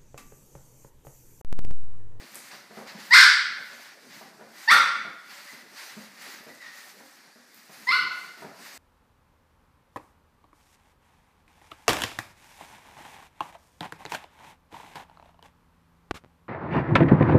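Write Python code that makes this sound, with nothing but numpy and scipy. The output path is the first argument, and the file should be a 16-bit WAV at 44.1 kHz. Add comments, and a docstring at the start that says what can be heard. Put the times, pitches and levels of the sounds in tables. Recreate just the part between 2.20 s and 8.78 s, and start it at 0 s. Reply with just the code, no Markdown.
"""A tiled kitchen, one mono microphone in the room with a small dog that jumps about and yaps three times.
Each yap is a rising voice shaped by throat and mouth, and the hard room rings after it. Between yaps
the dog pants, bodies shuffle, claws tick, paws and feet thump the floor and something squeaks faintly.
At this distance the room's ring on yaps and footfalls is about as strong as the direct sound."""
import sys
import numpy as np
from scipy import signal
from scipy.fft import rfft, irfft, next_fast_len
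from scipy.io import wavfile
from scipy.ndimage import uniform_filter1d, minimum_filter1d, map_coordinates

SR = 44100
rng = np.random.default_rng(int(sys.argv[2]) if len(sys.argv) > 2 else 0)


def store_pcm(level_fs):
    """Save levels as 16-bit WAV."""
    pcm = np.round(np.clip(level_fs, -1, 1) * 32767).astype(np.int16)
    wavfile.write(sys.argv[1], SR, np.atleast_2d(pcm).T)


N = 290061


def amp(db):
    """Gain of a level in dB."""
    return 10 ** (np.asarray(db) / 20)


def unit(x):
    """x at rms 1."""
    return x / np.sqrt(np.mean(x ** 2) + 1e-20)


def along(points, hz):
    """(f/Hz, value) points read on a log frequency axis."""
    f, v = np.transpose(points)
    return np.interp(np.log(hz + 1), np.log(f + 1), v)


def curves(rows, t):
    """Each column after the time, read at times t."""
    times, *columns = np.transpose(rows)
    return [np.interp(t, times, column) for column in columns]


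def wobble(rate, size=N):
    """A smooth random curve, rate knots a second."""
    knots = rng.standard_normal(int(size * rate / SR) + 4)
    return map_coordinates(knots, [np.arange(size) * rate / SR])


def filtered(x, response):
    """x times a response of frequency."""
    m = next_fast_len(len(x) + SR // 4)
    return irfft(rfft(x, m) * response(np.fft.rfftfreq(m, 1 / SR)), m)[:len(x)]


def coloured(x, spectrum):
    """x shaped by (f/Hz, level/dB) points, at rms 1."""
    return unit(filtered(x, lambda hz: amp(along(spectrum, hz))))


def rush(spectrum, patchy_db):
    """Coloured noise of rms 1 with patches of random gain in time and frequency."""
    z = signal.stft(rng.standard_normal(N + 512), nperseg=512)[2]
    patches = uniform_filter1d(uniform_filter1d(rng.standard_normal(z.shape), 6, 0), 8, 1)
    noise = signal.istft(z * amp(patchy_db * unit(patches)), nperseg=512)[1][:N]
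    return coloured(noise, spectrum)


def add(track, start, x):
    """Mixes x into the track from start, in seconds."""
    part = track[round(start * SR):][:len(x)]
    part += x[:len(part)]


# Breaths: full from t/s, swell/s, hold/s, breath level/dB, hiss level/dB
BREATHS = [(0.0, .02, 0.089, -52.5, -57), (0.146, 0.077, 0.13, -51, -54.5),
           (0.313, 0.016, 0.048, -47.5, -57), (0.577, 0.11, 0.015, -51, -58.5),
           (0.674, 0.017, 0.026, -45, -58), (0.804, .06, 0.26, -47, -53.5), (1.472, 0.28, 0.19, -49.5, -58),
           (1.945, 0.19, 0.053, -50.5, -56), (2.39, 0.1, 0.12, -47.5, -52.5),
           (3.107, 0.11, 0.24, -47.5, -54.5), (3.58, 0.1, 0.12, -45, -51), (3.798, .04, 0.046, -51, -56.5),
           (4.021, 0.1, 0.13, -45.5, -52), (4.287, 0.066, 0.093, -56.5, -61),
           (4.419, 0.022, 0.025, -48, -61), (4.537, 0.079, 0.16, -51.5, -54), (4.792, .03, 0.14, -59, -61),
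           (4.957, 0.036, 0.092, -59.5, -72), (5.375, 0.099, 0.072, -58, -60.5),
           (5.534, 0.076, 0.26, -52.5, -54.5), (5.947, 0.11, 0.12, -50.5, -56.5),
           (6.18, 0.023, 0.037, -53, -58), (6.416, 0.097, .17, -49, -53)]
# Body of a breath: f/Hz, level/dB
BREATH_SPECTRUM = [(290, -38), (500, -27), (568, 1), (645, -11.5), (786, -2.5), (969, -2.5), (1370, 0),
                   (1670, 2), (1900, 4.5), (3200, -6), (4750, -1), (8000, -19), (10400, -37.5),
                   (17600, -120)]
# Its treble edge: f/Hz, level/dB
HISS_SPECTRUM = [(3530, -35), (6000, 2), (6620, 0.5), (9820, -3), (13200, -2), (15300, -6)]


def panting():
    """The dog's breath, dry at the microphone: each swells, holds and fades, its hiss fading faster."""
    full_at, swell, hold, breath_db, hiss_db = np.transpose(BREATHS)[..., None]
    t = np.arange(0, N, 64) / SR
    swell_db = -18.5 * np.maximum(full_at - t, 0) / np.maximum(swell, .005)
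    after_hold = np.maximum(t - full_at - hold, 0)

    def airflow(db, fade_db_per_s):
        each_breath = amp(db + swell_db - fade_db_per_s * after_hold)
        return np.interp(np.arange(N) / SR, t, np.linalg.norm(each_breath, axis=0))

    breath = airflow(breath_db, 84.5) * amp(1.1 * wobble(30)) * rush(BREATH_SPECTRUM, patchy_db=0.07)
    hiss = airflow(hiss_db, 102) * amp(.7 * wobble(40)) * rush(HISS_SPECTRUM, patchy_db=2.5)
    return breath + hiss


# Movement about the floor: t/s, level/dB
SHUFFLE_LEVELS = [(0.0, -50.5), (0.38, -64.5), (0.79, -54), (1.1, -58), (1.7, -61.5), (2.16, -56),
                  (2.49, -62), (2.75, -56), (3.0, -60.5), (3.52, -59.5), (5.51, -64.5), (5.7, -55.5),
                  (6.01, -58.5), (6.58, -56.5)]
# Its rumble: f/Hz, level/dB
SHUFFLE_SPECTRUM = [(24, -76.5), (40, -40), (144, -4.5), (168, -5.5), (214, 0.5), (333, -4), (598, -8),
                    (679, -6), (1200, -13), (1560, -34.5), (2640, -120)]


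def shuffling():
    """Moving feet and bodies make a low, uneven rumble."""
    db = curves(SHUFFLE_LEVELS, np.arange(N) / SR)[0] + 1.7 * wobble(2.6)
    return amp(db) * rush(SHUFFLE_SPECTRUM, patchy_db=4.0)


# Room tone: f/Hz, level/dB
AIR_SPECTRUM = [(180, -27), (300, -9), (491, -24), (542, -12), (1170, -4.5), (1800, 2), (3050, -12.5),
                (4680, -2.5), (7170, -11), (12800, -15), (15300, -26)]


def room_tone():
    """The kitchen's air, a steady hush at the microphone."""
    return amp(-58.5) * rush(AIR_SPECTRUM, patchy_db=1.5)


# Ring of the hard room: f/Hz, t60/s
KITCHEN_DECAY = [(200, 0.54), (900, 0.73), (1500, 0.8), (3000, 0.8), (6000, 0.66), (12000, 0.37)]


def kitchen(x, wet_db, build_s):
    """Direct sound plus a tail that builds up from the walls and dies at its own speed per frequency."""
    hz, t, z = signal.stft(rng.standard_normal(2 * SR), SR, nperseg=256)
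    decay = amp(-60 * t / along(KITCHEN_DECAY, hz)[:, None])
    tail = signal.istft(z * decay, SR, nperseg=256)[1]
    tail *= 1 - np.exp(-(np.arange(len(tail)) / SR / build_s) ** 2)
    wet = amp(wet_db) * signal.fftconvolve(x, tail / np.linalg.norm(tail))
    return wet + np.pad(x, (0, len(wet) - len(x)))


# Claws on tile: t/s, level/dB, f/Hz
CLAW_TICKS = [(0.121, -39, 12700), (0.1456, -26.5, 12350), (0.1558, -22, 8640), (0.589, -38, 7250),
              (2.321, -50, 12400), (2.8376, -49, 7890), (3.921, -43, 7840), (4.238, -40.5, 12560),
              (4.351, -36, 7060), (4.4184, -49, 7920), (4.9197, -47, 7840), (5.2764, -46, 8130),
              (5.3213, -47, 12400), (5.345, -33.5, 12400)]


def claws():
    """A claw striking tile gives a few noisy cycles high up."""
    out, t = np.zeros(N), np.arange(SR // 5) / SR
    t60_s = 0.0012
    for start, db, hz in CLAW_TICKS:
        tick = np.sin(2 * np.pi * hz * t) + .4 * rng.standard_normal(len(t))
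        add(out, start, amp(db - 60 * t / t60_s) * tick)
    return out


# Paws and feet landing: t/s, level/dB, floor f/Hz, slap level/dB relative to the ring
LANDINGS = [(0.328, -55, 209, 12), (0.504, -44.5, 208, 1), (0.571, -42.5, 205, 6.5),
            (0.609, -54.5, 302, 14.5), (0.748, -33, 190, -11), (1.528, -44, 249.6, -5.5),
            (2.008, -48, 185, 7), (2.192, -51.5, 388, 7), (2.208, -44, 232, 4), (2.512, -33.5, 198, 1),
            (2.546, -33.5, 278, 4), (2.847, -49, 195.8, 10.5), (3.33, -45, 252, -3.5),
            (3.767, -31.5, 211, -10), (4.266, -41.5, 256, 1.5), (4.8, -40.5, 295, -3),
            (5.157, -45, 246, -7.5), (5.493, -48.5, 188, 3.5), (5.7, -53, 259, 7), (6.219, -40, 276, 2.5),
            (6.244, -36.5, 185, 0.5)]
# A sole or pad meeting tile: f/Hz, level/dB
SLAP_SPECTRUM = [(40, -25), (100, -7), (200, -4), (600, 0.5), (1500, -6.5), (2500, -18), (5000, -42)]


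def footfalls():
    """Each landing is a low ring of the floor with a soft slap."""
    out, t = np.zeros(N), np.arange(SR // 5) / SR
    ring_t60_s, slap_t60_s = 0.084, 0.095
    slap_onset = 1 - np.exp(-t / .0015)
    for start, db, hz, slap_db in LANDINGS:
        rise_s = 0.003 * amp(-0.35 * slap_db)  # a soft landing sets the floor going more slowly
        ring = amp(-60 * t / ring_t60_s) * (1 - np.exp(-t / rise_s)) * np.sin(2 * np.pi * hz * t)
        noise = coloured(rng.standard_normal(len(t)), SLAP_SPECTRUM)
        slap = amp(slap_db - 60 * t / slap_t60_s) * slap_onset * noise
        add(out, start, amp(db - 3) * (ring + slap))
    return out


# Throat behind a barely open mouth, as each yap starts: f/Hz, level/dB
NARROW_MOUTH = [(300, -60), (900, -15), (1400, -14), (1950, 0), (2250, -2), (2850, -27), (3550, -21),
                (4100, -14), (4600, -9), (5200, -13), (6100, -40), (8800, -36), (12000, -52), (16000, -60)]
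# Air rushing past the teeth once the mouth is open: f/Hz, level/dB
TEETH_RASP = [(4000, -43), (5800, 8), (6800, -7), (8200, -3), (10500, -4), (12700, -3.5), (14500, -16.5),
              (16000, -22.5)]


def yap(contour, throat, rasp_db, fundamental_db):
    """Overtones of a rising pitch, weighted by the throat; hoarseness turns them into pulsing noise."""
    t = np.arange(contour[0][0], contour[-1][0], 1 / SR)
    hz, db, rough = curves(contour, t)
    opening = np.clip((hz - 1040) / 200, 0, 1)  # the mouth opens as the pitch jumps up
    rough = np.clip(rough, 0, 1) * (.25 + .75 * opening)
    jitter = (0.004 + 0.1 * rough) * wobble(394.5, size=len(t))
    phase = 2 * np.pi * np.cumsum(hz * (1 + jitter)) / SR
    k = np.arange(1, 13)[:, None]
    treble_octaves = lambda f: np.log2(np.maximum(f / 2200, 1))
    soft_db = 0.81 * (db - db.max()) * treble_octaves(k * hz)  # a soft voice closes gently: less treble
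    mouth_db = (1 - opening) * along(NARROW_MOUTH, k * hz) + opening * along(throat, k * hz)
    gains = amp(mouth_db + fundamental_db * (k == 1) + soft_db)
    tone = np.sqrt(2) * (gains * np.sin(k * phase)).sum(0) / np.linalg.norm(gains, axis=0)
    puffs = rng.standard_normal(len(t)) * (1 + 0.75 * np.cos(phase))  # one puff of breath a cycle
    hiss = unit(filtered(puffs, lambda f: amp(along(throat, f) + 3.1 * treble_octaves(f))))
    rasp = amp(rasp_db) * opening * coloured(puffs, TEETH_RASP)
    return amp(db) * (np.sqrt(1 - rough) * tone + np.sqrt(rough) * hiss + rasp)


# The voice, one list per yap: t/s, pitch f/Hz, level/dB, roughness/0-1
YAP_CONTOURS = [
    [(.900, 827, -62, 0.1), (.910, 913.5, -23, 0.1), (.922, 974.6, -15.5, 0.09), (.936, 1082, -11, 0.13),
     (.950, 1441, -12, 0.19), (.965, 1768, -11.5, 0), (.985, 1575, -42, 0.56), (1.012, 1467, -12, 0.69),
     (1.035, 1480, -50, .6)],
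    [(2.471, 850, -67, .05), (2.478, 892.6, -25, 0), (2.488, 905.3, -15, 0), (2.502, 1058, -15.5, 0.39),
     (2.517, 1242, -12, 0.32), (2.533, 1432, -14.5, 0.4), (2.548, 1468, -16.5, 0), (2.57, 1350, -52, 0.2),
     (2.60, 1335, -59, 0)],
    [(5.664, 940, -62, 0.1), (5.673, 947.5, -28.5, 0.1), (5.686, 1027, -24.5, 0.08),
     (5.692, 1029, -16.5, 0.1), (5.700, 1048, -22.5, 0.1), (5.708, 1076, -23, 0.15),
     (5.720, 1297, -23, 0.22), (5.732, 1434, -21, 0), (5.768, 1504, -25, 0.07), (5.785, 1530, -74, 0.14)],
]
# Throat and open mouth from the microphone, as the head points at each yap: f/Hz, level/dB
OPEN_MOUTHS = [
    [(300, -69.5), (800, -20.5), (1100, -12.5), (1500, 4), (2350, -4), (2900, -15.5), (3700, -4.5),
     (4700, -4), (5400, -9), (6300, -23.5), (8000, -20.5), (12000, -44), (16000, -41.5)],
    [(300, -62.5), (800, -5.5), (1100, 0.5), (1450, 10), (2200, 2), (2900, -11.5), (3500, -0.5),
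     (4500, -10), (5300, -11), (6500, -31), (8500, -27.5), (12000, -46), (16000, -44)],
    [(300, -60), (800, -27), (1100, -11), (1480, -2), (2070, -1), (2900, -8), (3600, -5), (4450, 0),
     (5300, -12.5), (6300, -34), (9500, -37), (12000, -42), (16000, -59.5)],
]
# Balance of each yap: rasp level/dB and room level/dB relative to the voice, fundamental boost/dB
YAP_BALANCE = [(-20.5, 4, -1), (-20, -0.5, 1), (-32, -1, 6)]


def yapping():
    """Each yap reaches the microphone from another spot, so the room answers anew."""
    out = np.zeros(N)
    for contour, throat, (rasp_db, wet_db, fundamental_db) in zip(YAP_CONTOURS, OPEN_MOUTHS, YAP_BALANCE):
        voice = yap(contour, throat, rasp_db, fundamental_db)
        add(out, contour[0][0], kitchen(voice, wet_db, build_s=.012))
    return out


# Faint squeaks: t/s, length/s, start f/Hz, end f/Hz, level/dB
SQUEAK_GLIDES = [(3.27, 0.048, 1750, 2160, -47), (4.28, 0.045, 1930, 1950, -48),
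                 (4.398, 0.075, 2080, 1700, -42.5)]


def squeaks():
    """Thin, unsteady gliding tones, likely the dog whimpering."""
    out, t = np.zeros(N), np.arange(SR // 5) / SR
    for start, length, start_hz, end_hz, db in SQUEAK_GLIDES:
        progress = np.clip(t / length, 0, 1)
        hz = (start_hz + (end_hz - start_hz) * progress) * (1 + 0.029 * wobble(163, size=len(t)))
        phase = 2 * np.pi * np.cumsum(hz) / SR
        tone = np.sin(phase) + amp(-18) * np.sin(2 * phase)
        add(out, start, amp(db) * np.sin(np.pi * progress) * tone)
    return out


def scene():
    """Everything reaches one microphone; ticks, thumps and squeaks share one ring of the room."""
    mix = yapping() + panting() + shuffling() + room_tone()
    small_sounds = kitchen(footfalls() + claws() + squeaks(), wet_db=2.0, build_s=0.0027)
    return (mix + small_sounds[:N])[None]


def record(dry):
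    """The recorder drops deep bass, limits the loudest peaks and keeps nothing above its band limit."""
    low_cut_hz, ceiling, top_hz = 110, .96, 15400
    x = filtered(dry[0], lambda hz: (hz / low_cut_hz) ** 3 / (1 + (hz / low_cut_hz) ** 3) + .004)
    safe_gain = np.minimum(1, ceiling / (np.abs(x) + 1e-9))
    x *= uniform_filter1d(minimum_filter1d(safe_gain, size=181), size=180)
    return filtered(x, lambda hz: hz < top_hz)[None]


dry = scene()
out = record(dry)
store_pcm(out)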